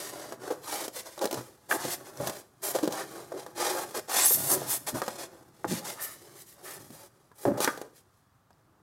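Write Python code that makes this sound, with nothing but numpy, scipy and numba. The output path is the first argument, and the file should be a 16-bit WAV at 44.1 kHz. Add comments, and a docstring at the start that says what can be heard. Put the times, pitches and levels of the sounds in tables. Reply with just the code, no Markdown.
"""In a small room, moulded foam inserts are worked off a wrapped object and set down in a cardboard box.
Countless tiny random slips of the foam cells hiss, squeal and ring the hollow block.
Short bursts through resonances make the knocks and small snaps; uneven pulse trains make the judders.
Slips through broad resonances make the box panels rumble and the object's soft cloth wrap rustle.
The object's metal stand rings faintly when a block is dropped beside it, and still air lies under it all."""
import sys
import numpy as np
from scipy import signal
from scipy.fft import rfft, irfft
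from scipy.io import wavfile
from scipy.ndimage import uniform_filter1d
from numba import njit

SR = 44100
rng = np.random.default_rng(int(sys.argv[2]) if len(sys.argv) > 2 else 0)


def file_out(sig):
    """Save sig as 16-bit WAV at sys.argv[1]."""
    # one column per channel
    cols = np.atleast_2d(sig).T
    # limit, then scale
    lim = np.clip(cols, -1, 1)
    pcm = np.round(lim * 32767).astype(np.int16)
    wavfile.write(sys.argv[1], SR, pcm)


N = 388945  # length in samples
T = np.arange(N) / SR  # time in seconds

# resonances of the box with the foam in it: [f/Hz, width/Hz, relative level/dB]
BOX_MODES = [(141.2, 9.8, -0.5), (182, 46, 4), (298, 43, 1), (354, 55, 7), (500, 26, 2.5), (565, 72, 1),
             (822, 21, 1), (1160, 35, -2), (1600, 110, -1.5), (1810, 65, -1.5)]
# tone colour of a dull thud: [f/Hz, relative level/dB]
THUD_COLOUR = [(40, -14.5), (110, -4), (250, 9), (1000, 5.5), (1850, 0.5), (2450, -8), (4000, -21),
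               (12000, -35)]
# tone colour of cracking foam cells: [f/Hz, relative level/dB]
CRACK_COLOUR = [(800, -35.5), (2000, -5.5), (3500, 1), (6000, 1.5), (9000, -1.5), (15500, -5.5)]
# between pushes the foam creeps under the hands:
# [t/s, cell hiss level/dB, relative level of the block's drone/dB]
CREEP_LEVELS = [(0, -49, -50), (.38, -64.5, -50), (1.12, -59, -59.5), (1.42, -58, -55),
                (1.65, -69.5, -63.5), (1.82, -57, -45), (2.47, -69.5, -60.5), (2.6, -68, -62),
                (2.8, -48, -42), (3.3, -60, -52), (3.5, -62.5, -52.5), (3.85, -52.5, -48), (4.05, -59, -59),
                (4.4, -44, -42), (4.85, -53, -48.5), (5.3, -66.5, -51.5), (5.61, -64, -59),
                (5.8, -54, -45.5), (6.2, -54.5, -54), (6.28, -59.5, -55), (7.36, -74.5, -66),
                (7.7, -52, -43), (7.9, -65.5, -62), (8.08, -74.5, -68.5), (8.2, -71.5, -75.5),
                (8.35, -83.5, -82.5), (8.82, -86, -63)]

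# a push gathers speed, tires while it is held, then friction stops it
SWELL_POWER, TIRE_DB_PER_S, STOP_S = 1.3, 27, 0.026


def undb(db):
    """Decibels to gain."""
    return 10 ** (np.asarray(db) / 20)


def unit(x):
    """Scale to an rms (average strength) of one."""
    return x / np.sqrt(np.mean(x ** 2) + 1e-18)


def held(x, length_s):
    """Scale a short sound to the energy of a unit rms held for length_s."""
    return x / np.sqrt(np.sum(x ** 2) / (length_s * SR) + 1e-18)


def add(track, s, sound):
    """Mix a sound into a track at time s."""
    i = max(int(s * SR), 0)
    track[i:i + len(sound)] += sound[:len(track) - i]


def curves(table):
    """Each column of a table, joined by straight lines in time."""
    s, *columns = np.transpose(table)
    return [np.interp(T, s, column) for column in columns]


def colour(x, points, size=4096):
    """Filter through (Hz, dB) points without sounding ahead of the input, built from the cepstrum."""
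    hz, db = np.transpose(points)
    grid = np.maximum(np.arange(size // 2 + 1) * SR / size, 1)
    log_gain = np.log(undb(np.interp(np.log(grid), np.log(hz), db)))
    cepstrum = irfft(log_gain)
    # folding the second half onto the first makes the filter respond at once
    cepstrum[1:size // 2] *= 2
    cepstrum[size // 2 + 1:] = 0
    response = irfft(np.exp(rfft(cepstrum)))
    return signal.fftconvolve(x, response)[:len(x)]


def resonate(x, hz, width_hz):
    """One resonance with gain one at its centre."""
    b, a = signal.iirpeak(min(hz, SR / 2 - 1), hz / width_hz, fs=SR)
    return signal.lfilter(b, a, x)


def ring(x, modes):
    """A bank of resonances driven together."""
    return sum(undb(db) * resonate(x, hz, width) for hz, width, db in modes)


@njit
def sweep(x, hz, width_hz):
    """A resonance whose centre moves; gain one at the centre."""
    y, band, low = np.empty(len(x)), 0., 0.
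    for i in range(len(x)):
        g, k = np.tan(np.pi * hz[i] / SR), width_hz / hz[i]
        v = (band + g * (x[i] - low)) / (1 + g * (g + k))
        band, low, y[i] = 2 * v - band, low + 2 * g * v, k * v
    return y


def walk(rate):
    """Smooth chance that changes about rate times a second; spread near one."""
    k = max(int(SR / rate), 1)
    steps = np.repeat(rng.standard_normal(N // k + 1), k)[:N]
    return unit(uniform_filter1d(steps, k))


def slips(rate, spread_db):
    """Tiny slips at random moments, rate a second, of uneven size and either sign."""
    hits = rng.random(N) < rate / SR
    signs = np.sign(rng.standard_normal(N))
    sizes = undb(spread_db * np.clip(rng.standard_normal(N), -2, 2))
    # dividing by the root of the rate keeps busy moments from growing louder
    return unit(hits * signs * sizes / np.sqrt(np.minimum(rate, SR)))


def push_shape(s, swell_s, hold_s):
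    """Gain of one push: it swells, sags while held and brakes to a halt."""
    t = T - s
    swell = np.clip(t / max(swell_s, .002), 0, 1) ** SWELL_POWER
    tire = undb(-TIRE_DB_PER_S * np.maximum(t - swell_s, 0))
    brake = np.exp(-np.clip((t - swell_s - hold_s) / STOP_S, 0, 10) ** 2)
    return swell * tire * brake


def still_air(level_db=-66.5):
    """The faint steady breath of the room: noise with most of its strength in the lows."""
    # tone colour of the air: [f/Hz, relative level/dB]
    air_colour = [(20, -26), (50, -4.5), (110, 6.5), (250, -5.5), (500, -12), (1200, -6.5), (2300, -22.5),
                  (6000, -26), (15000, -29)]
    return unit(colour(rng.standard_normal(N), air_colour)) * undb(level_db)


def room(x, wet_db=-14, low_t60=0.44, high_t60=0.21, high_db=-4):
    """A small furnished room: a faint tail in which the lows last longer (t60: seconds to fall 60 dB)."""
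    t = T[:SR // 2]
    low, high = rng.standard_normal((2, len(t)))
    low = colour(low, [(1200, 3.0), (3500, -1.0)]) * undb(-60 * t / low_t60)
    high = colour(high, [(1200, -11.5), (3500, -15.0)]) * undb(high_db - 60 * t / high_t60)
    onset = np.clip(t / 0.0045, 0, 1) ** 2
    tail = (low + high) * onset / np.sqrt(SR * low_t60 / np.log(10 ** 6))
    return x + undb(wet_db) * signal.fftconvolve(x, tail)[:N]


def close_reflections(x, lag_s, share, drift, count=4):
    """Close reflections off the cardboard walls; their paths change as the foam moves."""
    lags = [lag_s * (k + 1) ** 1.2 * (1 + drift * walk(1.5)) for k in range(count)]
    copies = [x[np.arange(N) - np.round(lag * SR).astype(int)] for lag in lags]
    return unit(x + share * sum(copies))


def ringing_stand():
    """A few jolts set off the metal stand's narrow resonances, which ring on faintly."""
    # jolts to the stand: [t/s, relative level/dB]
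    jolts = [(7.606, -45.5), (7.645, -44), (7.675, -37.5)]
    # resonances of the stand: [f/Hz, width/Hz, relative level/dB]
    stand_modes = [(1200, 8.8, 3.5), (1416, 7.6, -1.5), (1520, 12, 3.5), (1816, 22, -3.5), (3350, 7, -5.5)]
    blows = np.zeros(N)
    for s, db in jolts:
        add(blows, s, undb([db]))
    click = 1. * (T[:SR] == 0)
    one_ring = held(ring(click, stand_modes), 0.064)
    tremble = 1 + 0.7 * walk(130)  # the ring trembles roughly
    return signal.fftconvolve(blows, one_ring)[:N] * tremble


def wrap_rubbing(peak=0.11):
    """The soft cloth wrap of the object rubs: slips rustle in strokes that swell quickly and trail off."""
    # strokes of the wrap: [t/s, length/s, peak level/dB]
    wrap_strokes = [(2.971, 0.082, -38.5), (5.975, 0.2, -44), (6.646, 0.17, -45.5)]
    # resonances of the cloth wrap: [f/Hz, width/Hz, relative level/dB]
    wrap_modes = [(660, 110, 5.5), (1280, 260, 10.5), (1777, 63, 16.5)]
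    speed = np.zeros(N)
    for s, length, db in wrap_strokes:
        # peak is the share of the stroke spent swelling
        speed += undb(db) * np.interp(T, [s, s + peak * length, s + length], [0, 1, 0])
    return speed * unit(ring(slips(rate=4400, spread_db=5.5), wrap_modes))


def flexing(creep_rumble_db=-6, panel_db=-3.5):
    """Broad cardboard panels rumble as the load bends them, and faintly while the foam creeps."""
    # bends of a panel: [t/s, swell/s, hold/s, relative level/dB]
    bends = [(1.32, 0.055, 0.03, -40.5), (1.83, .025, 0.013, -39), (2.162, 0.044, 0.076, -38.5),
             (4.33, 0.055, 0.38, -39), (4.923, 0.012, 0.016, -28), (5.65, 0.036, 0.066, -35),
             (6.698, .12, 0.14, -51.5), (7.448, 0.022, 0.08, -31.5)]
    # tone colour of the panels: [f/Hz, relative level/dB]
    panel_colour = [(50, -23.5), (80, -12), (130, 2), (190, -8.5), (280, -5), (600, -45.5)]
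    _, creep_drone_db = curves(CREEP_LEVELS)
    power = undb(creep_drone_db + creep_rumble_db) ** 2
    for s, swell, hold, db in bends:
        power = power + (undb(db) * push_shape(s, swell, hold)) ** 2
    load = slips(rate=500, spread_db=1.5)
    rumble = unit(colour(load + ring(load, BOX_MODES), panel_colour))
    return rumble * np.sqrt(power) * undb(panel_db)


def squealing(width_hz=750):
    """Under the hardest squeeze a thin squeal swells and fades: noise through two resonances at one pitch."""
    # squeals of hard-squeezed foam: [t/s, length/s, relative level/dB, f/Hz]
    squeals = [(4.201, 0.072, -26, 7900), (4.245, 0.035, -20, 10600), (4.292, 0.085, -23.5, 12100),
               (6.005, 0.066, -37, 12300)]
    out, t = np.zeros(N), T[:SR // 2]
    for s, length, db, hz in squeals:
        narrow = resonate(rng.standard_normal(len(t)), hz, width_hz)
        tone = resonate(narrow, hz, 2 * width_hz)
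        swell = np.sin(np.pi * np.minimum(t / length, 1))
        add(out, s, undb(db) * unit(tone) * swell)
    return out


def snapping(width=0.093, fade_s=0.0011, crack_db=-4):
    """Tiny fading noise bursts, each with a pitch of its own: bead snaps and a squeak's bright overtone."""
    # small snaps of foam beads, and at 1.71 the bright overtone of a short squeak:
    # [t/s, level/dB, ring f/Hz]
    snaps = [(0.522, -44, 7000), (1.192, -37, 3950), (1.274, -38, 4200), (1.711, -33, 2950),
             (1.722, -32, 3070), (2.173, -42.5, 6000), (8.53, -64, 5000)]
    out, t = np.zeros(N), T[:SR // 20]
    for s, db, hz in snaps:
        burst = rng.standard_normal(len(t)) * np.exp(-t / fade_s)
        pitch = unit(resonate(burst, hz, width * hz))
        crack = unit(colour(burst, CRACK_COLOUR))
        snap = pitch + undb(crack_db) * crack
        add(out, s, undb(db) * held(snap, 2 * fade_s))
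    return out


def juddering(jitter=0.2, wander=0.046, spread_db=3.0, damping=0.39, box_db=-5, rise=0.59, fade=0.21):
    """Uneven pulses, about one per swing of a resonance, build up short groans and rings."""
    # stick-slip judders, and two short rings: one opening the knock at 5.65,
    # one of the box after the knock at 7.815:
    # [t/s, length/s, groan level/dB, ring f/Hz, grit level/dB]
    judders = [(0.503, 0.026, -28, 488.5, -47), (1.212, 0.029, -29.5, 546, -39.5),
               (1.712, 0.0074, -21.5, 1602, -40), (1.723, 0.0067, -24, 1570, -40),
               (1.737, 0.026, -34, 326, -51), (2.2, 0.021, -32, 575, -57), (2.747, 0.02, -25, 507, -39),
               (2.829, 0.031, -26, 300, -41), (3.319, 0.0099, -33.5, 660, -52),
               (3.338, 0.055, -38.5, 415, -64), (4.511, 0.083, -34.5, 379, -53),
               (4.946, 0.024, -33.5, 500, -55), (5.644, 0.004, -25, 990, -56),
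               (5.708, 0.032, -29, 174.5, -40.5), (7.474, 0.049, -27.5, 212, -67),
               (7.462, 0.05, -29.5, 576, -56), (7.573, 0.024, -33.5, 584, -45),
               (7.822, 0.058, -50.5, 440, -70)]
    out, t, swings = np.zeros(N), T[:SR // 4], np.arange(128)
    for s, length, groan_db, hz, grit_db in judders:
        early, drift, size = rng.standard_normal((3, len(swings)))
        times = np.abs(swings + jitter * early + wander * np.cumsum(drift)) / hz
        # the pulses grow over the first swings, then the strain is spent
        growth = 1 - np.exp(-(swings + 1) / rise)
        strain = growth * np.clip(1 - times / length, 0, 1) ** fade
        sizes = strain * undb(spread_db * size)
        train = np.bincount((times * SR).astype(int), sizes, len(t))[:len(t)]
        swing = resonate(train, hz, damping * hz)
        groan = colour(swing + undb(box_db) * ring(swing, BOX_MODES), THUD_COLOUR)
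        # each pulse sets off a gritty noise that dies away in about 1.7 ms
        tear = signal.lfilter([1], [1, -np.exp(-1 / (0.0017 * SR))], train)
        grit = colour(tear * rng.standard_normal(len(t)), CRACK_COLOUR)
        add(out, s, undb(groan_db) * held(groan, length) + undb(grit_db) * held(grit, length))
    return out


def knocking(scatter=0.097, scatter_s=0.0086, damping=0.58, direct_db=-9, box_db=-3.0,
             crack_s=0.005, repeat_s=0.004236, repeat=0.24):
    """A blow rings the struck spot and the box, and is heard again about 4 ms later, as if off the table."""
    # knocks: [t/s, thud level/dB, ring of the struck spot f/Hz, crack level/dB]
    knocks = [(0.254, -49, 510, -53), (0.323, -39, 594, -42), (0.88, -39, 500, -35), (1.178, -43, 553, -44),
              (1.242, -31, 505, -32), (1.255, -28.5, 506, -28), (1.311, -39, 500, -32.5),
              (1.328, -33, 427, -32), (1.343, -37.5, 440, -33), (1.851, -34, 315, -34),
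              (2.272, -37.5, 905, -28), (2.296, -40, 520, -34), (2.787, -35.5, 800, -36),
              (2.836, -31.5, 404, -47), (2.876, -27, 340, -33.5), (2.924, -39, 480, -33),
              (3.464, -43, 640, -46), (3.909, -50, 720, -45), (4.308, -34, 534, -44),
              (4.618, -34.5, 405, -52), (4.95, -37, 218, -48), (5.018, -30, 855, -34.5),
              (5.08, -32.5, 710, -33), (5.65, -32, 443, -48), (6.904, -46.5, 258, -52),
              (7.316, -57.5, 895, -66), (7.453, -24, 346, -43), (7.483, -30, 300, -60),
              (7.604, -30, 531, -27.5), (7.645, -33, 1110, -21.5), (7.676, -24, 1280, -33),
              (7.775, -42.5, 480, -42), (7.815, -38.5, 500, -41), (8.506, -60, 601, -65)]
    out, t = np.zeros(N), T[:SR // 4]
    for s, thud_db, hz, crack_db in knocks:
        spread, crush = rng.standard_normal((2, len(t)))
        blow = (t == 0) + scatter * spread * np.exp(-t / scatter_s)
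        push = colour(blow, [(2.1 * hz, 0), (10 * hz, -24)])  # a softer, lower spot pushes for longer
        spot = resonate(blow, hz, damping * hz) + undb(direct_db) * push
        thud = colour(spot + undb(box_db) * ring(spot, BOX_MODES), THUD_COLOUR)
        add(thud, repeat_s, repeat * thud)  # the fainter repeat
        crack = colour(crush * np.exp(-t / crack_s), CRACK_COLOUR)  # cells crack at the contact
        add(out, s, undb(thud_db) * held(thud, 0.02) + undb(crack_db) * held(crack, 0.0036))
    return out


def sliding(creep_tight_db=-5, creep_waver_db=3.5):
    """Power of the loose hiss, the tight squeal and the drone: pushes on top of a wavering creep."""
    # pushes that slide the foam: [t/s, swell/s, hold/s, cell hiss level/dB,
    # relative level of the block's drone/dB, tight squeal over loose hiss/dB]
    strokes = [(0, 0.0017, 0.096, -39.5, -39.5, -6.5), (0.107, 0.032, 0.19, -48, -41.5, -20.5),
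               (0.385, 0.046, 0.1, -50, -39.5, -18), (0.604, 0.12, 0.12, -36.5, -34.5, -4.5),
               (0.92, 0.047, 0.027, -39.5, -42, -3), (1.043, 0.019, 0.0042, -46, -42.5, -9),
               (1.166, 0.058, 0.03, -48.5, -32.5, -22.5), (1.297, 0.055, 0.034, -44.5, -35, -19),
               (1.684, 0.025, 0.035, -34, -30, 4.5), (1.756, 0.077, 0.048, -38.5, -38.5, -8.5),
               (1.867, 0.053, 0.011, -32, -37, -0.5), (2.029, 0.037, 0.014, -50.5, -46, -7),
               (2.137, 0.12, 0.036, -41, -34.5, -3.5), (2.308, 0.02, 0.067, -48, -47, -3.5),
               (2.615, 0.026, 0.062, -32.5, -35.5, 5.5), (2.728, 0.021, 0.0091, -37, -33.5, -4),
               (2.897, 0.033, 0.091, -40.5, -32, -16.5), (3.114, 0.058, 0.056, -55.5, -42.5, -11.5),
               (3.345, 0.053, 0.02, -47.5, -41, -21), (3.544, 0.071, 0.093, -32, -27.5, -27.5),
               (3.704, 0.033, 0.088, -37.5, -29, -1.5), (3.937, 0.014, 0.024, -36.5, -29.5, -6),
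               (4.073, 0.024, 0.06, -40, -32, -8.5), (4.078, 0.1, 0.067, -24, -29, -2.5),
               (4.238, 0.015, 0.091, -21.5, -44, 26), (4.349, 0.043, 0.083, -30.5, -39, 13.5),
               (4.458, 0.055, 0.019, -23, -30, 20), (4.659, 0.056, 0.032, -26.5, -38, 10.5),
               (4.862, 0.011, 0.01, -32.5, -34, 1), (4.937, 0.013, 0.038, -40, -33, -2),
               (5.014, 0.023, 0.12, -46, -45, -9), (5.171, 0.022, 0.045, -42, -40.5, -13.5),
               (5.66, 0.048, 0.069, -37, -42.5, -7), (5.835, 0.022, 0.063, -39.5, -42, -3.5),
               (5.984, 0.035, 0.023, -37, -57, 8.5), (6.048, 0.025, 0.059, -45.5, -73, 6),
               (6.333, 0.071, 0.0067, -47.5, -56, 3), (6.429, 0.053, 0.044, -53.5, -71, 4),
               (6.62, 0.036, 0.098, -43.5, -46.5, 4), (6.778, 0.03, 0.15, -55.5, -57, 2.5),
               (6.908, 0.023, .12, -52.5, -54.5, 0.5), (7.332, 0.094, 0.044, -49, -51.5, 5),
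               (7.517, 0.027, .05, -59, -36.5, -6), (7.595, 0.026, 0.015, -29, -29, -4),
               (7.662, 0.011, 0.029, -45.5, -40.5, -5.5), (7.926, 0.04, 0.022, -58, -67, -2)]
    creep_hiss_db, creep_drone_db = curves(CREEP_LEVELS)
    waver = undb(creep_waver_db * walk(13))
    moves = [(waver, creep_hiss_db, creep_drone_db, creep_tight_db)]
    for s, swell, hold, *levels in strokes:
        moves.append((push_shape(s, swell, hold), *levels))
    loose = tight = drone = 0
    for shape, hiss_db, drone_db, tight_db in moves:
        power = (shape * undb(hiss_db)) ** 2
        tight_share = 1 / (1 + undb(-tight_db) ** 2)
        loose = loose + (1 - tight_share) * power
        tight = tight + tight_share * power
        drone = drone + (shape * undb(drone_db)) ** 2
    return loose, tight, drone


def rubbing(block_db=-3):
    """Foam cells slip faster the harder they are rubbed; slips hiss and also shake the hollow block."""
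    # tone colour of the slipping cells: [f/Hz, relative level/dB]
    hiss_colour = [(900, -22.5), (1800, 1.5), (2100, 1.5), (2650, -4.5), (3300, -1), (4500, 0), (6300, 2),
                   (8000, 3), (11000, 3.5), (13000, 1.5), (15700, -6)]
    # tone colour of the hollow block: [f/Hz, relative level/dB]
    block_colour = [(100, -30), (220, -1), (330, 3.5), (520, 3.5), (750, 4.5), (1100, 4.5), (1450, 3.5),
                    (1800, -3), (2500, -15.5), (5000, -38)]
    loose_power, tight_power, drone_power = sliding()
    hiss_db = 10 * np.log10(loose_power + tight_power)
    catch = walk(170)  # the surface catches and lets go unevenly

    rate = 12000 * undb(.4 * (hiss_db + 40.0))  # slips a second
    loose_slips = colour(slips(rate, spread_db=2.0), hiss_colour)
    loose = unit(colour(loose_slips, [(5000, -1.0), (15000, -10)]))
    # a tight contact moves the energy up into the squeal of the cell walls
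    tight_slips = colour(slips(rate, spread_db=4.5), hiss_colour)
    tight = unit(colour(tight_slips, [(2500, -15.5), (6000, -3.5), (10500, 2.0)]))
    share = tight_power / (loose_power + tight_power)
    hiss = (np.sqrt(1 - share) * loose + np.sqrt(share) * tight) * undb(1.43 * catch)
    # whole beads let go less often and stand out as a crackle
    crackle = unit(colour(slips(rate=200, spread_db=1.5), CRACK_COLOUR))
    hiss = hiss + undb(-16) * crackle

    push = slips(rate=2000, spread_db=1.3) * undb(1.9 * catch)
    block = colour(push + undb(-6.0) * ring(push, BOX_MODES), block_colour)
    # the rubbed spot rings higher the faster the foam slides, and wanders as the contact travels
    spot_hz = 1500 * loose_power ** 0.089 * np.exp(0.21 * walk(22))
    block = .5 * block + sweep(block, spot_hz, 380.0)

    hiss = close_reflections(hiss, lag_s=.0011, share=0.31, drift=.1)
    block = close_reflections(block, lag_s=.0024, share=0.26, drift=0.136)
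    return hiss * undb(hiss_db) + block * np.sqrt(drone_power) * undb(block_db)


def scene():
    """All the handling in the room, over still air."""
    handling = ringing_stand() + wrap_rubbing() + flexing() + squealing()
    handling = handling + snapping() + juddering() + knocking() + rubbing()
    return (room(handling) + still_air())[None]


def record(dry, top_hz=15800):
    """The recorder cuts the top: a steep filter removes what lies above top_hz."""
    low_pass = signal.ellip(10, .2, 80, top_hz, fs=SR, output="sos")
    return signal.sosfilt(low_pass, dry)


dry = scene()
out = record(dry)
file_out(out)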